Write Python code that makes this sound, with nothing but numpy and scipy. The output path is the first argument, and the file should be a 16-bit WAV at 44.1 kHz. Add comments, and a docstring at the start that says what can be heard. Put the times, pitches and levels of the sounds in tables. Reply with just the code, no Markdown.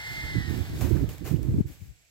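"""Wind gusts buffet the two microphone ports of a hand-held camera on a pond bank:
turbulence rumbles at each port and single strong eddies slap it. A small motor whines,
is switched off and coasts down. Feet shift and crunch on dry straw, a few stalks snap,
and an insect pulses faintly in the grass over a low outdoor hiss."""
import sys
import numpy as np
from scipy import signal
from scipy.fft import rfft, irfft, next_fast_len
from scipy.io import wavfile
from scipy.ndimage import uniform_filter1d, map_coordinates

SR = 44100
rng = np.random.default_rng(int(sys.argv[2]) if len(sys.argv) > 2 else 0)


def wrap_up_sound(samples):
    """Save the sound to the file named by the first command line argument, as 16-bit audio."""
    columns = np.atleast_2d(samples).T
    # keep every value between -1 and 1, then stretch to whole-number steps
    tamed = np.clip(columns, -1, 1)
    steps = np.round(tamed * 32767).astype(np.int16)
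    wavfile.write(sys.argv[1], SR, steps)


N = 92610

# gust envelope per port: time_s, level_db
LEFT_GUSTS = [(0, -45), (.2, -44), (.279, -40), (.324, -35), (.39, -32.5), (.444, -45), (.574, -39),
              (.644, -41), (.758, -28), (.803, -44), (.888, -33), (.918, -47), (1.018, -39.5), (1.063, -45),
              (1.083, -35), (1.152, -49), (1.25, -45.5), (1.377, -38.5), (1.44, -40.5), (1.485, -34.5),
              (1.6, -25), (1.641, -44.5), (1.716, -33.5), (1.745, -70), (1.79, -50.5), (1.826, -40),
              (1.86, -45.5), (1.911, -45), (1.966, -79), (2.095, -72)]
RIGHT_GUSTS = [(0, -61), (.07, -51.5), (0.113, -35.5), (.15, -40.5), (0.235, -38.5), (0.328, -37.5),
               (0.363, -24), (0.455, -31.5), (.5, -26.5), (.61, -28), (.654, -35.5), (0.791, -30),
               (.823, -24), (.95, -19.5), (0.99, -24.5), (1.04, -19), (1.07, -30), (1.187, -43.5),
               (1.213, -29.5), (1.288, -33), (1.335, -22), (1.39, -27.5), (1.447, -25), (1.497, -27),
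               (1.593, -24), (1.63, -41), (1.663, -35), (1.691, -46), (1.78, -52), (1.891, -50.5),
               (2.095, -75)]
# port turbulence: freq_hz, gain_db
BUFFET_SPECTRUM = [(20, -41), (38, -10.5), (60, 0.5), (85, 2), (150, -4), (230, -15), (305, -8.5),
                   (400, -19.5), (550, -33.5), (900, -55.5), (2500, -65.5)]
# small-eddy trim: left_db, right_db
SMALL_EDDY_TRIM = [-3.5, 1.5]
# strong eddies: start_s, level_db, start_pitch_hz, rise_cycles, port (0 left, 1 right)
SLAPS = [(0.231, -25, 84.4, 1.15, 1), (0.35, -20.5, 369, 3.24, 1), (.363, -13.5, 148, 0.61, 1),
         (.379, -12, 133, 0.78, 1), (.478, -15.5, 130, 0.57, 1), (.506, -22, 256, 1.1, 1),
         (.571, -17.5, 100, 1.06, 1), (.6, -18.5, 105, 1, 1), (.812, -17.5, 86, 1.13, 1),
         (.845, -12, 131, 0.9, 1), (.882, -11.5, 100, 0.79, 1), (.920, -7, 117, 0.69, 1),
         (.957, -15, 199, 1.8, 1), (1.012, -19.5, 108, 0.7, 0), (1.028, -19, 279, 2.27, 1),
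         (1.082, -22, 90, 0.49, 0), (1.309, -16.5, 176, 0.89, 1), (1.332, -12.5, 203, 2.03, 1),
         (1.483, -12, 126, 0.8, 1), (1.491, -14.5, 120, 0.62, 0), (1.516, -13, 130, 0.56, 0),
         (1.54, -14.5, 220, 1.04, 1), (1.575, -16, 143, 0.77, 0), (1.584, -19, 280, 1.16, 1),
         (1.6056, -6.5, 210, 0.65, 0), (1.648, -23, 129, 1.1, 1), (1.815, -31, 131, 0.96, 0),
         (1.88, -33.5, 84, 1.16, 0)]

# motor tones at full speed: shaft_multiple, level_db
WHINE_ORDERS = [(10, -55.5), (12, -39.5), (20, -61), (24, -69), (25, -59.5)]
HUM_ORDERS = [(4.88, -60.5), (5.44, -64), (8.32, -61)]
# housing ring, air through the motor: freq_hz, gain_db
HOUSING_SPECTRUM = [(1200, -26), (1600, -16), (1740, 2), (1950, -2.5), (2150, -3), (2500, -31)]
AIR_SPECTRUM = [(100, 8), (220, -38), (420, -4.5), (700, 0), (1150, -6), (1500, 2), (2100, 5.5), (2650, -1),
                (3400, 1), (4400, -1.5), (5100, -3.5), (5900, -8.5), (8000, -11.5), (9500, -16.5),
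                (12500, -13), (16000, -21.5)]
# air noise arriving straight from the motor: freq_hz, power_share
AIR_DIRECT_SHARE = [(1400, 0.64), (2000, 0.99), (2650, 0.95), (3200, 0.64), (4400, .62), (12000, .32)]
# motor delay between ports: freq_hz, right_lag_ms
MOTOR_LAG = [(700, 0.28), (1500, 0.14), (2000, 0.17), (2600, 0.2), (3800, .24), (8000, 0.248)]
# motor balance: freq_hz, left_minus_right_db
MOTOR_PAN = [(700, 1), (1100, 9), (2000, -3), (2800, 0), (5200, -5.5), (8000, 1)]

# footsteps: start_s, level_db, attack_s, hold_s, t60_s, thud_offset_db
STEPS = [(.03, -51, 0.086, 0.013, 1, -32), (.47, -50, 0.039, 0.024, 2.36, 3.5),
         (.73, -49, 0.067, 0, .5, -3.5), (0.808, -42, 0.0033, 0.0024, 0.42, 4),
         (0.913, -58.5, 0.056, .01, 0.53, 8.5), (1.089, -48.5, 0.002, 0.0095, 0.38, -1),
         (1.241, -42, 0.025, 0.014, 0.3351, 2), (1.422, -61.5, .005, 0.19, 0.05, 6.5),
         (1.659, -54.5, 0.016, 0.057, 0.33, -7), (1.789, -64, 0.02, 0.062, 0.4, -14)]
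# crushed straw, scuffed soil: freq_hz, gain_db
STRAW_SPECTRUM = [(300, -36), (1200, -4.5), (2300, 5), (3500, -2), (5500, -0.5), (7000, 1), (9000, -3.5),
                  (10500, -4.5), (12000, 1.5), (14500, 0), (16000, -0.5)]
SOIL_SPECTRUM = [(150, -7), (400, 4.5), (700, 0), (1300, -7), (2500, -12.5), (6000, -37)]
# breaking stalks: start_s, level_db, ring_hz, ring_offset_db
SNAPS = [(0.809, -34, 2400, -22), (.814, -44.5, 738, 6), (0.9684, -51.5, 1500, 11.5),
         (1.091, -39.5, 2700, -7), (1.1821, -41.5, 5000, -37), (1.264, -49, 2200, -10),
         (1.359, -54.5, 2800, 6.5), (1.4302, -40, 9000, -12.5), (1.807, -61, 2315, 6),
         (2.049, -63, 2400, 2.5)]
# insect rasp, outdoor hiss: freq_hz, gain_db
RASP_SPECTRUM = [(6800, -34), (7400, -5), (7750, -1), (8200, -43)]
FIELD_SPECTRUM = [(60, 16), (180, -10), (320, -3), (600, 2), (1300, -27), (2300, 6.5), (3500, -2),
                  (7000, 2), (8500, -6), (14000, -6), (16000, -28)]


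def amp(db):
    return 10 ** (np.asarray(db) / 20)


def unit_rms(x):
    return x / np.sqrt(np.mean(x ** 2) + 1e-20)


def time_s():
    return np.arange(N) / SR


def lookup(table, hz):
    """Interpolate (freq_hz, value) rows on a log frequency axis."""
    freq_hz, value = np.transpose(table)
    return np.interp(np.log(hz + 1), np.log(freq_hz + 1), value)


def filtered(x, response):
    """Apply a complex frequency response."""
    size = next_fast_len(N + SR // 2)
    return irfft(rfft(x, size) * response(np.fft.rfftfreq(size, 1 / SR)), size)[..., :N]


def coloured(x, spectrum):
    """Shape x by a spectrum; rms 1."""
    return unit_rms(filtered(x, lambda hz: amp(lookup(spectrum, hz))))


def noise(spectrum, coherence=0):
    """Shaped stereo noise; rms 1."""
    white = rng.standard_normal((3, N))
    return coloured(np.sqrt(1 - coherence) * white[:2] + np.sqrt(coherence) * white[2], spectrum)


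def wobble(rate_hz):
    """Smooth random curve through Gaussian knots."""
    knots = rng.standard_normal(int(N * rate_hz / SR) + 4)
    return map_coordinates(knots, [np.arange(N) * rate_hz / SR])


def burst(start_s, attack_s, t60_s, hold_s=0):
    """Linear rise, hold, exponential decay."""
    age_s = time_s() - start_s
    return np.clip(age_s / attack_s, 0, 1) * amp(-60 * np.maximum(age_s - attack_s - hold_s, 0) / t60_s)


def wind_buffet(split_hz=197, strong_gust_db=-27.5, eddy_db_per_db=0.31, flap_hz=38, flutter_hz=90):
    """Each port has its own turbulence; stronger gusts shed more small, higher-pitched eddies."""
    gust_db = np.array([np.interp(time_s(), *np.transpose(port)) for port in (LEFT_GUSTS, RIGHT_GUSTS)])
    swirl = noise(BUFFET_SPECTRUM)
    swirl /= np.sqrt(np.abs(uniform_filter1d(swirl ** 2, size=1300)) + 0.02)  # flatten the envelope
    large_eddies = filtered(swirl, lambda hz: 1 / (1 + (hz / split_hz) ** 6))
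    # flap: the flow catches and leaves each port
    flap, flutter = (np.array([wobble(hz), wobble(hz)]) for hz in (flap_hz, flutter_hz))
    flap -= uniform_filter1d(flap, size=1800)
    flap, flutter = (1.35 * np.tanh(swing / 1.35) for swing in (flap, flutter))  # soft limit
    trim_db = np.array(SMALL_EDDY_TRIM)[:, None]
    small_db = eddy_db_per_db * (gust_db - strong_gust_db) + 2.96 * flutter + trim_db
    small_eddies = (swirl - large_eddies) * amp(small_db)
    return amp(gust_db + 2.5 * flap) * (large_eddies + small_eddies)


def eddy_slaps(half_pitch_rises=3.94):
    """A strong eddy hits one port: a sudden pressure swing that slows as it dies."""
    ports = np.zeros((2, N))
    for start_s, level_db, pitch_hz, rise_cycles, port in SLAPS:
        age_rises = np.maximum(time_s() - start_s, 0) * pitch_hz / rise_cycles
        cycles = rise_cycles * half_pitch_rises * np.log1p(age_rises / half_pitch_rises)
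        envelope = (age_rises * np.exp(1 - age_rises)) ** 2
        ports[port] += amp(level_db) * envelope * np.sin(2 * np.pi * cycles)
    return ports


def shaft_tones(orders, turns):
    """Tones at multiples of the shaft rate, each flickering in level."""
    return sum(amp(level_db + wobble(45.1)) * np.sqrt(2) * np.sin(2 * np.pi * multiple * turns)
               for multiple, level_db in orders)


def motor(whine_hz=2087, blades=12, off_s=0.305, coast_per_s=0.63, fade_s=0.27):
    """Tones sink after switch-off; whine and housing ring fade first, then hum and rushing air."""
    coast_s = np.maximum(time_s() - off_s, 0)
    slowing = coast_per_s * coast_s  # loss of log speed
    shaft_hz = whine_hz / blades * np.exp(-slowing) * (1 + 0.0025 * wobble(58.8))
    turns = np.cumsum(shaft_hz) / SR
    fade = 1 - np.exp(-(coast_s / fade_s) ** 4)
    tones = shaft_tones(WHINE_ORDERS, turns)
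    housing = amp(-46.5) * noise(HOUSING_SPECTRUM)[0]
    whine = amp(-25.5 * slowing - 19 * fade) * (tones + housing)
    hum = amp(-33 * slowing) * shaft_tones(HUM_ORDERS, turns)
    air_gain = amp(-42.5 - 26.5 * slowing + 0.79 * wobble(39.24))
    direct_air = filtered(noise(AIR_SPECTRUM)[0], lambda hz: np.sqrt(lookup(AIR_DIRECT_SHARE, hz)))
    diffuse_air = filtered(noise(AIR_SPECTRUM), lambda hz: np.sqrt(1 - lookup(AIR_DIRECT_SHARE, hz)))
    return motor_at_ports(whine + hum + air_gain * direct_air, air_gain * diffuse_air)


def motor_at_ports(direct, diffuse):
    """Direct sound reaches the right port later; the balance varies with frequency."""
    side = np.array([[0.5], [-0.5]])
    arrived = filtered(direct, lambda hz: np.exp(2j * np.pi * hz * side * lookup(MOTOR_LAG, hz) / 1000))
    return filtered(arrived + diffuse, lambda hz: amp(side * lookup(MOTOR_PAN, hz)))


def footsteps(cracks_per_s=900, crack_spread_db=3.5, crackle_db=-6, soil_db=-3.5):
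    """Each step crushes straw into a rustle of tiny cracks and scuffs the soil below."""
    crush, press = np.zeros((2, N))
    for start_s, level_db, attack_s, hold_s, t60_s, thud_offset_db in STEPS:
        envelope = amp(level_db) * burst(start_s, attack_s, t60_s, hold_s)
        crush += envelope
        press += amp(thud_offset_db) * envelope
    sizes = amp(crack_spread_db * np.minimum(rng.exponential(size=N), 4))
    cracks = (rng.random(N) < cracks_per_s / SR) * sizes * rng.standard_normal((2, N))
    rustle = noise(STRAW_SPECTRUM, coherence=0.14)
    straw = unit_rms(rustle + amp(crackle_db) * coloured(cracks, STRAW_SPECTRUM))
    return crush * straw + amp(soil_db) * press * noise(SOIL_SPECTRUM, coherence=0.75)


def stalk_snaps():
    """Dry stalks break: a crack and a very short ring."""
    crack_envelope, ring = np.zeros((2, N))
    for start_s, level_db, ring_hz, ring_offset_db in SNAPS:
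        crack_envelope += amp(level_db) * burst(start_s, attack_s=0.00071, t60_s=0.0077)
        tone = np.sin(2 * np.pi * ring_hz * time_s() + wobble(700))
        ring += amp(level_db + ring_offset_db) * burst(start_s, attack_s=0.00063, t60_s=0.027) * tone
    return crack_envelope * noise(STRAW_SPECTRUM, coherence=0.21) + ring


def insect(pulses_per_s=33, pulse_s=0.021, top_hz=7950, drop_hz=449, level_db=-68, rasp_offset_db=-8.5):
    """A fast train of short pulses, each falling in pitch, over a continuous rasp."""
    jittered_s = time_s() - 0.0112 + 0.002 * wobble(24)
    progress = np.minimum(jittered_s % (1 / pulses_per_s) / pulse_s, 1)
    pitch_hz = top_hz - drop_hz * progress + 130 * wobble(600)
    pulses = np.sin(np.pi * progress) * np.sin(2 * np.pi * np.cumsum(pitch_hz) / SR)
    rasp = amp(rasp_offset_db) * noise(RASP_SPECTRUM)
    flicker_db = 1.6 * np.array([wobble(40), wobble(88)])
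    return (pulses + rasp) * amp(level_db + flicker_db)


def field_hiss(level_db=-66):
    """Steady outdoor background, slightly louder on the right."""
    balance_db = np.array([[-1.5], [1.5]])
    return amp(level_db + balance_db) * noise(FIELD_SPECTRUM, coherence=0.05)


def scene():
    background = field_hiss()
    return wind_buffet() + eddy_slaps() + motor() + footsteps() + stalk_snaps() + insect() + background


def record(dry, low_cut_hz=41.4, band_limit_hz=15850):
    """Microphone bass roll-off and band limit."""
    low_cut = signal.butter(3, low_cut_hz, "highpass", fs=SR, output="sos")
    return filtered(signal.sosfilt(low_cut, dry), lambda hz: hz < band_limit_hz)


dry = scene()
out = record(dry)
wrap_up_sound(out)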